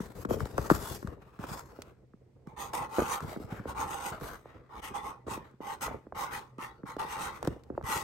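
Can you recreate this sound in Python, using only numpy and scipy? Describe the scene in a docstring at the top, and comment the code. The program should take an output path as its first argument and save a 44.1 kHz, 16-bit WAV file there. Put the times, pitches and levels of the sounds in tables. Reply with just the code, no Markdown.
"""Felt marker on a cardboard box

A felt marker writes short strokes on a cardboard box, right beside the microphones, in a quiet room.
First the box is slid into place and its lid knocks shut; between strokes the hand shifts and panels flex and tap.
Rubbing is noise shaped by felt, card and panel; taps cross the board treble first, as quick downward chirps."""
import sys
import numpy as np
from scipy import signal
from scipy.fft import rfft, irfft, next_fast_len
from scipy.io import wavfile
from scipy.ndimage import map_coordinates

SR = 44100
rng = np.random.default_rng(int(sys.argv[2]) if len(sys.argv) > 2 else 0)


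def unload_wav(signal):
    """Save mono or channel-first audio to the path in sys.argv[1] as 16-bit WAV at rate SR, clipped to [-1, 1]."""
    wavfile.write(
        sys.argv[1],
        SR,
        np.round(np.clip(np.atleast_2d(signal).T, -1, 1) * 32767).astype(np.int16),
    )


N = 354123  # length of the sound [samples]

# strokes of the marker: (start [s], length [s], share of the length at top speed [0-1], panel ring [dB],
# felt hiss [dB], flexing [dB], upper modes against lower modes [dB])
MARKER_STROKES = [(2.462, 0.12, 0.14, -53.5, -76, -60, -13), (2.561, 0.16, 0.29, -40.5, -46.5, -52.5, -5),
                  (2.728, 0.11, 0.13, -33.5, -42, -53, -9), (2.772, .11, 0.54, -37, -56.5, -48, -6),
                  (2.889, 0.26, 0.38, -39, -45, -56, -4.5), (3.031, .17, 0.61, -34.5, -40, -57, -2),
                  (3.66, 0.081, 0.48, -39.5, -50.5, -43.5, -3.5),
                  (3.745, 0.14, .46, -34, -45.5, -43.5, -2.5), (3.826, 0.22, 0.47, -39, -48, -51.5, -7.5),
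                  (3.961, 0.17, 0.7, -36, -43.5, -50, -1.5), (4.689, .12, 0.93, -45.5, -66, -54, -1),
                  (4.815, 0.11, .31, -40, -47, -51.5, 3.5), (4.933, 0.087, 0.28, -36, -51.5, -56, -5),
                  (4.985, 0.16, 0.55, -39, -55.5, -53.5, -7.5), (5.264, 0.13, 0.5, -38.5, -47.5, -42.5, 2),
                  (5.606, 0.17, .67, -38.5, -51.5, -55, -2.5), (5.803, 0.1, 0.25, -35.5, -39.5, -44, 2.5),
                  (6.145, 0.16, 0.4, -34.5, -45, -54, 1.5), (6.302, 0.13, .28, -38, -46, -51.5, 3),
                  (6.58, 0.13, 0.37, -40.5, -54, -54, 4), (6.852, 0.11, 0.32, -43, -56.5, -50, 2),
                  (6.981, 0.12, .15, -34, -53, -54, -2), (7.056, 0.15, .44, -40.5, -47, -54.5, 3.5),
                  (7.145, .185, 0.47, -35, -44.5, -48.5, 2.5), (7.835, .25, 0.39, -35.5, -37.5, -46.5, 0.5)]
# pushes of the box and brushes of the hand: (start [s], length [s], share of the length at top speed [0-1],
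# scrape [dB], hiss [dB], flexing [dB])
BOX_SLIDES = [(0, 0.11, 0.053, -51.5, -58, -47), (0.148, 0.1, 0.38, -52.5, -56, -44.5),
              (0.285, 0.096, 0.29, -44, -49, -32.5), (.39, 0.32, 0.076, -50.5, -59.5, -49),
              (0.559, 0.2, 0.37, -47, -52.5, -40.5), (0.69, 0.24, .1, -43, -45, -50.5),
              (0.786, 0.19, 0.84, -45, -43.5, -45.5), (1.047, 0.097, 0.59, -54, -77, -43),
              (1.137, 0.49, 0.33, -60.5, -81.5, -64), (1.387, 0.078, 0.66, -41, -56.5, -47.5),
              (1.463, 0.17, 0.46, -43.5, -49, -49.5), (1.684, 0.23, 0.16, -56.5, -71, -56.5),
              (3.203, 0.11, 0.34, -51, -59.5, -43.5), (3.264, 0.091, 0.48, -41.5, -52, -58),
              (3.388, 0.079, 0.29, -53.5, -62.5, -46), (3.47, .15, 0.48, -44.5, -63.5, -45.5),
              (4.116, 0.072, 0.17, -42, -64.5, -49.5), (4.195, 0.16, 0.44, -41, -51.5, -45),
              (4.435, 0.2, 0.19, -52.5, -88, -56), (5.437, .07, .3, -56, -82, -57),
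              (5.885, 0.067, 0.31, -44, -72, -42), (7.32, 0.11, 0.13, -49, -63, -55),
              (7.436, 0.089, 0.2, -46, -61, -44), (7.557, 0.27, 0.96, -64, -83, -54.5)]
# taps on the board: (arrival of the 1 kHz wave [s], thud peak [dB], thud centre [Hz], crack peak [dB],
# travel time of the 1 kHz wave [s])
BOARD_TAPS = [(0.004, -25, 204, -36.5, 0.0036), (0.2511, -25.5, 260, -27, 0.006),
              (0.3084, -18, 380, -37, 0.0085), (0.3405, -27, 430, -47, 0.005),
              (0.4069, -30, 90, -27.5, 0.0058), (0.4229, -26.5, 90, -51, 0.006),
              (0.458, -30.5, 364, -36, 0.0035), (0.5819, -19.5, 470, -22, 0.005),
              (0.589, -25, 91, -28, 0.0034), (0.7022, -11.5, 565, -9.5, 0.00095),
              (0.7122, -9, 257, -20.5, 0.0045), (0.7211, -20.5, 250, -22.5, 0.00099),
              (1.029, -34, 300, -35.5, 0.0019), (1.045, -26.5, 150, -49, 0.0039),
              (1.075, -35, 87, -32.5, 0.004), (1.392, -30.5, 149, -39.5, 0.0045),
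              (1.4403, -34, 510, -31, 0.0011), (1.5098, -31, 112, -40, 0.006),
              (1.7899, -31, 350, -58, 0.001), (2.1376, -44, 218, -53, 0.006),
              (2.4734, -34, 180, -45, 0.0028), (2.7375, -29.5, 597, -41, 0.0021),
              (2.985, -12.5, 355, -26, 0.0011), (2.991, -16, 358, -34, 0.0023),
              (2.995, -21.5, 360, -28, 0.006), (3.0033, -26, 430, -30, 0.0038),
              (3.0189, -20, 353, -41, 0.0045), (3.206, -37, 610, -35, 0.003),
              (3.2232, -34, 150, -44, 0.0045), (3.2472, -28.5, 130, -40, 0.0012),
              (3.282, -36, 90, -37, 0.002), (3.3637, -29.5, 300, -38, 0.003),
              (3.3747, -28, 210, -55, 0.0007), (3.3995, -34.5, 250, -57, 0.006),
              (3.4394, -34, 110, -47, 0.005), (3.5236, -26.5, 151, -43, 0.0028),
              (3.596, -31.5, 146, -35.5, 0.0045), (3.656, -28, 364, -44, 0.0045),
              (4.116, -36, 109, -48, 0.0041), (4.2136, -36, 130, -35, 0.00447),
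              (4.4578, -37, 507, -59, 0.0034), (5.2668, -34, 250, -56, 0.0045),
              (5.2817, -29, 357, -49, 0.0045), (5.3757, -32.5, 298, -46, 0.0045),
              (5.537, -49, 210, -58, 0.006), (5.6054, -30, 302, -52, 0.0022),
              (5.8808, -30, 605, -38, 0.0068), (5.912, -30.5, 430, -42, 0.00294),
              (5.9445, -29, 356, -46, 0.004), (6.0688, -37.5, 300, -52, 0.0039),
              (6.1244, -28.5, 610, -51, 0.002), (6.584, -33.5, 253, -57, 0.00406),
              (6.835, -31, 213, -43.5, 0.0045), (6.9667, -27, 355, -38, 0.0031),
              (7.4288, -22.5, 610, -45, 0.00066), (7.4538, -33, 430, -36, 0.004),
              (7.4752, -16.5, 314, -30.5, 0.0029), (7.4834, -20.5, 149, -44, 0.00083),
              (7.7022, -27, 300, -43.5, 0.0045), (7.7522, -40, 207, -44, 0.0021),
              (7.7785, -21, 500, -50, 0.0039), (7.8127, -31, 610, -52, 0.00078),
              (7.8287, -33, 90, -45, 0.0065)]
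# sharp ticks of cardboard edges and of the tip landing: (time [s], relative strength [dB])
EDGE_TICKS = [(0.2517, -31), (0.308, -36), (0.405, -29.5), (0.4548, -28.5), (0.5794, -19), (0.6999, -16.5),
              (1.0275, -45), (1.0733, -32.5), (1.2211, -51), (1.3908, -46), (1.82, -25), (2.4714, -46),
              (2.7345, -22), (3.2049, -30), (3.2235, -34), (4.1525, -42), (4.21, -37), (5.2674, -48),
              (5.512, -53), (5.8102, -32.5), (6.1564, -35), (6.5824, -42), (6.9662, -37.5), (7.3895, -48),
              (7.4278, -26), (7.449, -27), (7.4734, -20.5), (7.636, -41.5), (7.8265, -45)]
# where the box sits, for its taps and flexing: (time [s], left minus right [dB], delay of left taps [s])
BOX_PLACE = [(0, 5, .00018), (1.0, 5.5, .00018), (1.4, -1, 0), (2.6, -2, 0), (3.2, -.5, 0), (5.5, -2, 0),
             (8, -1.5, .00008)]
# narrow panel modes under the tip: (frequency [Hz], width [Hz], left [dB], right [dB])
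PANEL_MODES = [(804.4, 34, 5, 14.5), (858, 23, 8, 15), (892.4, 10.6, 18.5, 10), (977, 16.4, 9, 17),
               (1082, 30, 14, 10), (1109.3, 47, 11.5, -2.5), (1202, 35, 4, 4.5), (1311, 34, 7, -29),
               (1323, 54, 7.5, -14.5), (1516, 66, 3, -6.5), (1980, 150, -6, -28.5), (2510, 150, -28, -10)]
# broad response of the board to felt friction: (frequency [Hz], left [dB], right [dB])
FELT_RING_COLOUR = [(100, -18, -8), (300, -5, -4.5), (505, -8.5, 2), (734, -22, -5.5), (1176, 1.5, 2),
                    (1660, -11.5, -10), (2130, -11, -14.5), (3050, -17.5, -22), (3920, -19.5, -27),
                    (8640, -45, -64.5)]
# colour of the felt's hiss: (frequency [Hz], left [dB], right [dB])
FELT_HISS_COLOUR = [(1210, -32.5, -10), (2530, 5.5, 5), (4250, -1.5, -4.5), (5020, 0, -3), (6660, 9.5, 2),
                    (7230, -1, -4), (8700, 5, 5), (10750, -8, -9), (10840, 3.5, -0.5), (14200, -4, -3.5),
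                    (15660, -6, -9)]
# colour of the dull card scrape: (frequency [Hz], left [dB], right [dB])
CARD_SCRAPE_COLOUR = [(82.5, -17, -1.5), (357, -1.5, -4.5), (700, 2, 4), (1210, 6, 1), (1580, -1.5, -6),
                      (2160, -8, -8.5), (3345, -18, -20), (9070, -38, -43.5)]
# colour of the dry card hiss: (frequency [Hz], left [dB], right [dB])
CARD_HISS_COLOUR = [(1500, -20, -20), (3100, -7, -9), (4500, 0, -5), (5600, -1, -7), (7500, -2, -4),
                    (10000, -5, -5), (11700, -1, -1), (13500, -7, -7), (15400, -8, -8)]
# colour of the flexing panels: (frequency [Hz], level [dB])
FLEXING_COLOUR = [(20, -38.5), (40, -1.5), (60, 6), (120, 1), (250, -3), (450, -0.5), (700, -13.5),
                  (1500, -27), (4000, -69)]
# colour of the ticks: (frequency [Hz], gain [dB])
TICK_GAIN = [(300, 6), (1500, 4), (3500, 0.5), (8000, -3.5), (15000, -11)]
# colour of the quiet room's own sound: (frequency [Hz], level [dB])
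AIR_COLOUR = [(20, -5), (50, 5.5), (90, -26), (128, 25.5), (190, -43), (400, -29.5), (800, -43),
              (2050, -17.5), (8000, -56.5), (16000, -89.5)]
# how long the room takes to fade by 60 dB: (frequency [Hz], time [s])
ROOM_FADE = [(100, 0.12), (1000, 0.25), (4000, 0.25), (14000, 0.085)]
# how alike left and right are before placing and recording: (frequency [Hz], correlation [0-1])
LEFT_RIGHT_ALIKE = [(60, 1), (300, 0.75), (1300, 0.41), (2800, 0.091), (6500, 0.41), (8500, 0.22),
                    (15000, 0.073)]
# phase of the shared treble between the channels: (frequency [Hz], phase [turns])
TREBLE_TWIST = [(8300, 0), (10250, .5), (12100, 1), (13950, 1.5), (15700, 2)]
# colour of the microphones' own hiss: (frequency [Hz], level [dB])
MIC_HISS_COLOUR = [(500, -2), (5000, 2.5), (9000, -3), (15000, -11)]

# how much weaker each sound is when the tip or card is nearly at rest [dB]
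RING_SLOW_DB, FELT_SLOW_DB = 13.5, 26.5
SCRAPE_SLOW_DB, CARD_SLOW_DB, FLEX_SLOW_DB = 8.5, 12, 4
# every move takes hold quickly [s] and dies away after its end [dB/s]
CONTACT_S, RELEASE_DB_PER_S = 0.0058, 174.5
GRIP_DB = -62  # the holding hand never lets the flexing stop
# the panels settle after a tap: level against its thud [dB], and decay [dB/s]
SETTLE_DB, SETTLE_DB_PER_S = -20.5, 258.5
AIR_DB, MIC_HISS_DB, ROOM_DB = -63.5, -86, -20.0
SHARED_HZ, TOP_HZ = 8000, 15850  # treble above the first is shared by both sides; the band ends at the second


def marker(split_hz=1100):
    """The dragging felt hisses and sets the panel ringing; where it drags decides which modes ring most."""
    *_, ring_db, hiss_db, _, upper_db = np.transpose(MARKER_STROKES)
    # lower and upper modes together have the power of the whole ring
    lower_db = ring_db - 10 * np.log10(1 + amp(upper_db) ** 2)
    force = friction(slip_rate=420, slip_db=2, snag_rate=760, snag_share=0.19)

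    def lower_share(hz):
        """Keep the low modes and fade out those above the split."""
        return 1 / (1 + (hz / split_hz) ** 10)

    # the few low modes ring steadily; the crowded high ones come and go
    lower = unit(filtered(force, lambda hz: panel(hz) * lower_share(hz)))
    shifting = patchy(force, depth_db=6.0, patch_hz=89.1, patch_rate=14)
    upper = unit(filtered(shifting, lambda hz: panel(hz) * (1 - lower_share(hz))))
    lower_ring = moves(MARKER_STROKES, lower_db, RING_SLOW_DB) * lower
    upper_ring = moves(MARKER_STROKES, lower_db + upper_db, RING_SLOW_DB) * upper
    hiss = coloured(patchy(force, depth_db=3.5, patch_hz=167.8, patch_rate=16), FELT_HISS_COLOUR)
    return lower_ring + upper_ring + moves(MARKER_STROKES, hiss_db, FELT_SLOW_DB) * hiss


def panel(hz):
    """The board's narrow modes on top of its broad response, at each microphone."""
    modes = 0
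    for k, (centre, width, left, right) in enumerate(PANEL_MODES):
        resonance = 1j * hz * width / (centre ** 2 - hz ** 2 + 1j * hz * width)
        # neighbouring modes push in opposite directions
        modes = modes + (-1) ** k * amp([[left], [right]]) * resonance
    return modes + amp(along(FELT_RING_COLOUR, hz))


def sliding(uneven_db=2.7, uneven_rate=45):
    """Card rubbing on card and skin under uneven pressure: a duller scrape under a dry hiss."""
    *_, scrape_db, hiss_db, _ = np.transpose(BOX_SLIDES)
    force = friction(slip_rate=220, slip_db=2.0, snag_rate=400, snag_share=.3)
    force = patchy(force, depth_db=3.0, patch_hz=203.0, patch_rate=9)
    force = force * amp(uneven_db * wobble(uneven_rate))
    scrape = moves(BOX_SLIDES, scrape_db, SCRAPE_SLOW_DB) * coloured(force, CARD_SCRAPE_COLOUR)
    hiss = moves(BOX_SLIDES, hiss_db, CARD_SLOW_DB) * coloured(force, CARD_HISS_COLOUR)
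    return scrape + hiss


def friction(slip_rate, slip_db, snag_rate, snag_share):
    """Rubbing force: fine noise that grips and slips, plus single fibres that snag and let go."""
    fine = rng.standard_normal((2, N)) * amp(slip_db * wobble(slip_rate))
    snag_here = rng.random(N) < snag_rate / SR  # snag_rate is the average number a second
    snags = rng.uniform(-0.84, 1, (2, N)) * snag_here
    return spread(fine + snag_share * unit(snags))


def patchy(x, depth_db, patch_hz, patch_rate, size=512):
    """As the contact moves over the board it favours now these modes, now those."""
    hz, t, z = signal.stft(x, SR, nperseg=size)
    place = np.meshgrid(hz / patch_hz, t * patch_rate, indexing="ij")
    # a random map over frequency and time, read smoothly
    field = map_coordinates(rng.standard_normal((256, 256)), place, order=1, mode="wrap")
    return signal.istft(z * amp(depth_db * unit(field)), SR, nperseg=size)[1][:, :N]


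def moves(table, levels_db, slow_db):
    """Gain over hand moves: each takes hold, speeds up, slows down and lets go; faster is louder."""
    power, t = np.zeros(N + SR), np.arange(SR) / SR
    for (start, length, crest, *_), db in zip(table, levels_db):
        top_s = np.clip(crest, .05, .95) * length  # keep top speed away from both ends
        speed = np.sin(np.pi / 2 * np.interp(t, [0, top_s, length], [0, 1, 0]))
        release_db = RELEASE_DB_PER_S * np.maximum(t - length, 0)
        gain = np.minimum(t / CONTACT_S, 1) * amp(db - slow_db * (1 - speed) - release_db)
        power[round(start * SR):][:SR] += gain ** 2
    return np.sqrt(power[:N])


def taps(thud_octaves=0.68, crack_hz=1200, crack_octaves=0.38, edge_db=-12, edge_delay=0.004086,
         size=4096, lead_count=1000):
    """A low thud and a woody crack cross the board and come back weaker from its edge."""
    out, hz = np.zeros((2, N + 2 * size)), np.fft.rfftfreq(size, 1 / SR)
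    lag = curves(BOX_PLACE)[1]
    for s, thud_db, thud_hz, crack_db, travel in BOARD_TAPS:
        start = round(s * SR)
        # the lead leaves room for treble that arrives before the 1 kHz wave
        cycles = bending(hz, travel) + hz * lead_count / SR + rng.random()
        # the two microphones face different parts of the bending board
        apart = np.pi * hz * lag[start] + rng.uniform(-.6, .6)
        wave = np.exp(-2j * np.pi * cycles - 1j * np.array([apart, -apart]))
        detour = edge_delay * (.5 + rng.random())
        echo = amp(edge_db) * np.exp(-2j * np.pi * (bending(hz, detour) + hz * detour))
        wave = wave * (1 + echo)
        thud, crack = (thud_db, thud_hz, thud_octaves), (crack_db, crack_hz, crack_octaves)
        for db, centre_hz, octaves in (thud, crack):
            bell = np.exp(-.5 * (np.log2((hz + 1) / centre_hz) / octaves) ** 2)
            chirp = irfft(wave * bell, size)
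            peak = np.abs(signal.hilbert(chirp)).max()
            out[:, start:start + size] += amp(db) * chirp / peak
    return out[:, lead_count:][:, :N]


def bending(hz, travel):
    """Cycles of delay, beside the 1 kHz wave: bending waves speed up with the root of frequency."""
    return travel * (2 * np.sqrt(1000 * hz) - hz)


def ticks(t60=0.02, size=2048):
    """An edge catches and snaps free: a crack of a few milliseconds, made of fading noise."""
    out, t = np.zeros((2, N + size)), np.arange(size) / SR
    for s, db in EDGE_TICKS:
        fade = amp(db - 11 - 60 * t / t60)  # noise peaks stand well above its average level
        out[:, round(s * SR):][:, :size] += fade * rng.standard_normal((2, size))
    return filtered(spread(out[:, :N]), lambda hz: amp(along(TICK_GAIN, hz)))


def flexing():
    """The panels give in small soft jerks under every move of the hand, and settle after every tap."""
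    power, t = np.full(N + SR, amp(GRIP_DB) ** 2), np.arange(SR) / SR
    for table in MARKER_STROKES, BOX_SLIDES:
        flex_db = [row[5] for row in table]
        power[:N] += moves(table, flex_db, FLEX_SLOW_DB) ** 2
    settle = np.minimum(t / CONTACT_S, 1) * amp(SETTLE_DB - SETTLE_DB_PER_S * t)
    for s, thud_db, *_ in BOARD_TAPS:
        power[round(s * SR):][:SR] += (amp(thud_db) * settle) ** 2
    jerks = friction(slip_rate=60, slip_db=4.5, snag_rate=160, snag_share=0.48)
    return np.sqrt(power[:N]) * coloured(jerks, FLEXING_COLOUR)


def room(x):
    """A small furnished room: a tail of fading noise, whose treble dies first."""
    hz, t, z = signal.stft(rng.standard_normal((2, SR // 2)), SR, nperseg=256)
    fade = amp(-60 * t / along(ROOM_FADE, hz).T)
    tail = signal.istft(z * fade, SR, nperseg=256)[1]
    return signal.fftconvolve(x, tail / np.linalg.norm(tail[0]), axes=1)[:, :N]


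def air():
    """The quiet room's own steady sound: noise, strongest in a low hum."""
    return amp(AIR_DB) * coloured(spread(rng.standard_normal((2, N))), AIR_COLOUR)


def microphone_hiss():
    """The microphones' own faint hiss: separate noise on each side."""
    return amp(MIC_HISS_DB) * coloured(rng.standard_normal((2, N)), MIC_HISS_COLOUR)


def amp(db):
    """Decibels to gain."""
    return 10 ** (np.asarray(db) / 20)


def unit(x):
    """Scale to rms (average strength) 1."""
    return x / np.sqrt(np.mean(x ** 2) + 1e-20)


def along(points, hz):
    """Each column of a table over frequency, read on a log axis."""
    f, *cols = np.transpose(points)
    return np.array([np.interp(np.log(hz + 1), np.log(f), c) for c in cols])


def curves(rows):
    """One value per sample for each column after the time."""
    s, *cols = np.transpose(rows)
    return [np.interp(np.arange(N) / SR, s, c) for c in cols]


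def wobble(rate):
    """A smooth random curve, with rate random points a second."""
    points = rng.standard_normal(int(N * rate / SR) + 4)
    return map_coordinates(points, [np.arange(N) * rate / SR])


def filtered(x, response):
    """Shape x by a response that depends on frequency."""
    size = next_fast_len(N + 8192)
    return irfft(rfft(x, size) * response(np.fft.rfftfreq(size, 1 / SR)), size)[..., :N]


def coloured(x, spectrum):
    """Shape x by a table of levels over frequency, then scale it to rms 1."""
    return unit(filtered(x, lambda hz: amp(along(spectrum, hz))))


def spread(pair):
    """Two unrelated signals become left and right, most alike in the bass."""
    def shares(hz):
        """Split between middle and side that gives the wanted likeness."""
        turn = np.arccos(np.clip(along(LEFT_RIGHT_ALIKE, hz)[0], -1, 1)) / 2
        return np.array([np.cos(turn), np.sin(turn)])
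    mid, side = filtered(pair, shares)
    return np.array([mid + side, mid - side])


def scene():
    """Marker and box close by, the room faint behind them."""
    place_db = curves(BOX_PLACE)[0]
    box = (taps() + flexing()) * amp([place_db / 2, -place_db / 2])
    near = marker() + sliding() + box + ticks()
    return near + amp(ROOM_DB) * room(near) + air() + microphone_hiss()


def record(dry):
    """The top treble is nearly one signal, turned in phase between the channels, up to the band limit."""
    size = next_fast_len(N + 8192)
    hz, (left, right) = np.fft.rfftfreq(size, 1 / SR), rfft(dry, size)
    shared = 1 - 1 / (1 + (hz / SHARED_HZ) ** 20)
    mid = (left + right) / 2 * np.sqrt(1 + shared)
    side = (left - right) / 2 * np.sqrt(1 - shared)
    turn = np.exp(1j * np.pi * along(TREBLE_TWIST, hz)[0])  # half the twist for each side
    band = 1 / (1 + (hz / TOP_HZ) ** 200)
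    return irfft(np.array([(mid + side) / turn, (mid - side) * turn]) * band, size)[:, :N]


dry = scene()
out = record(dry)
unload_wav(out)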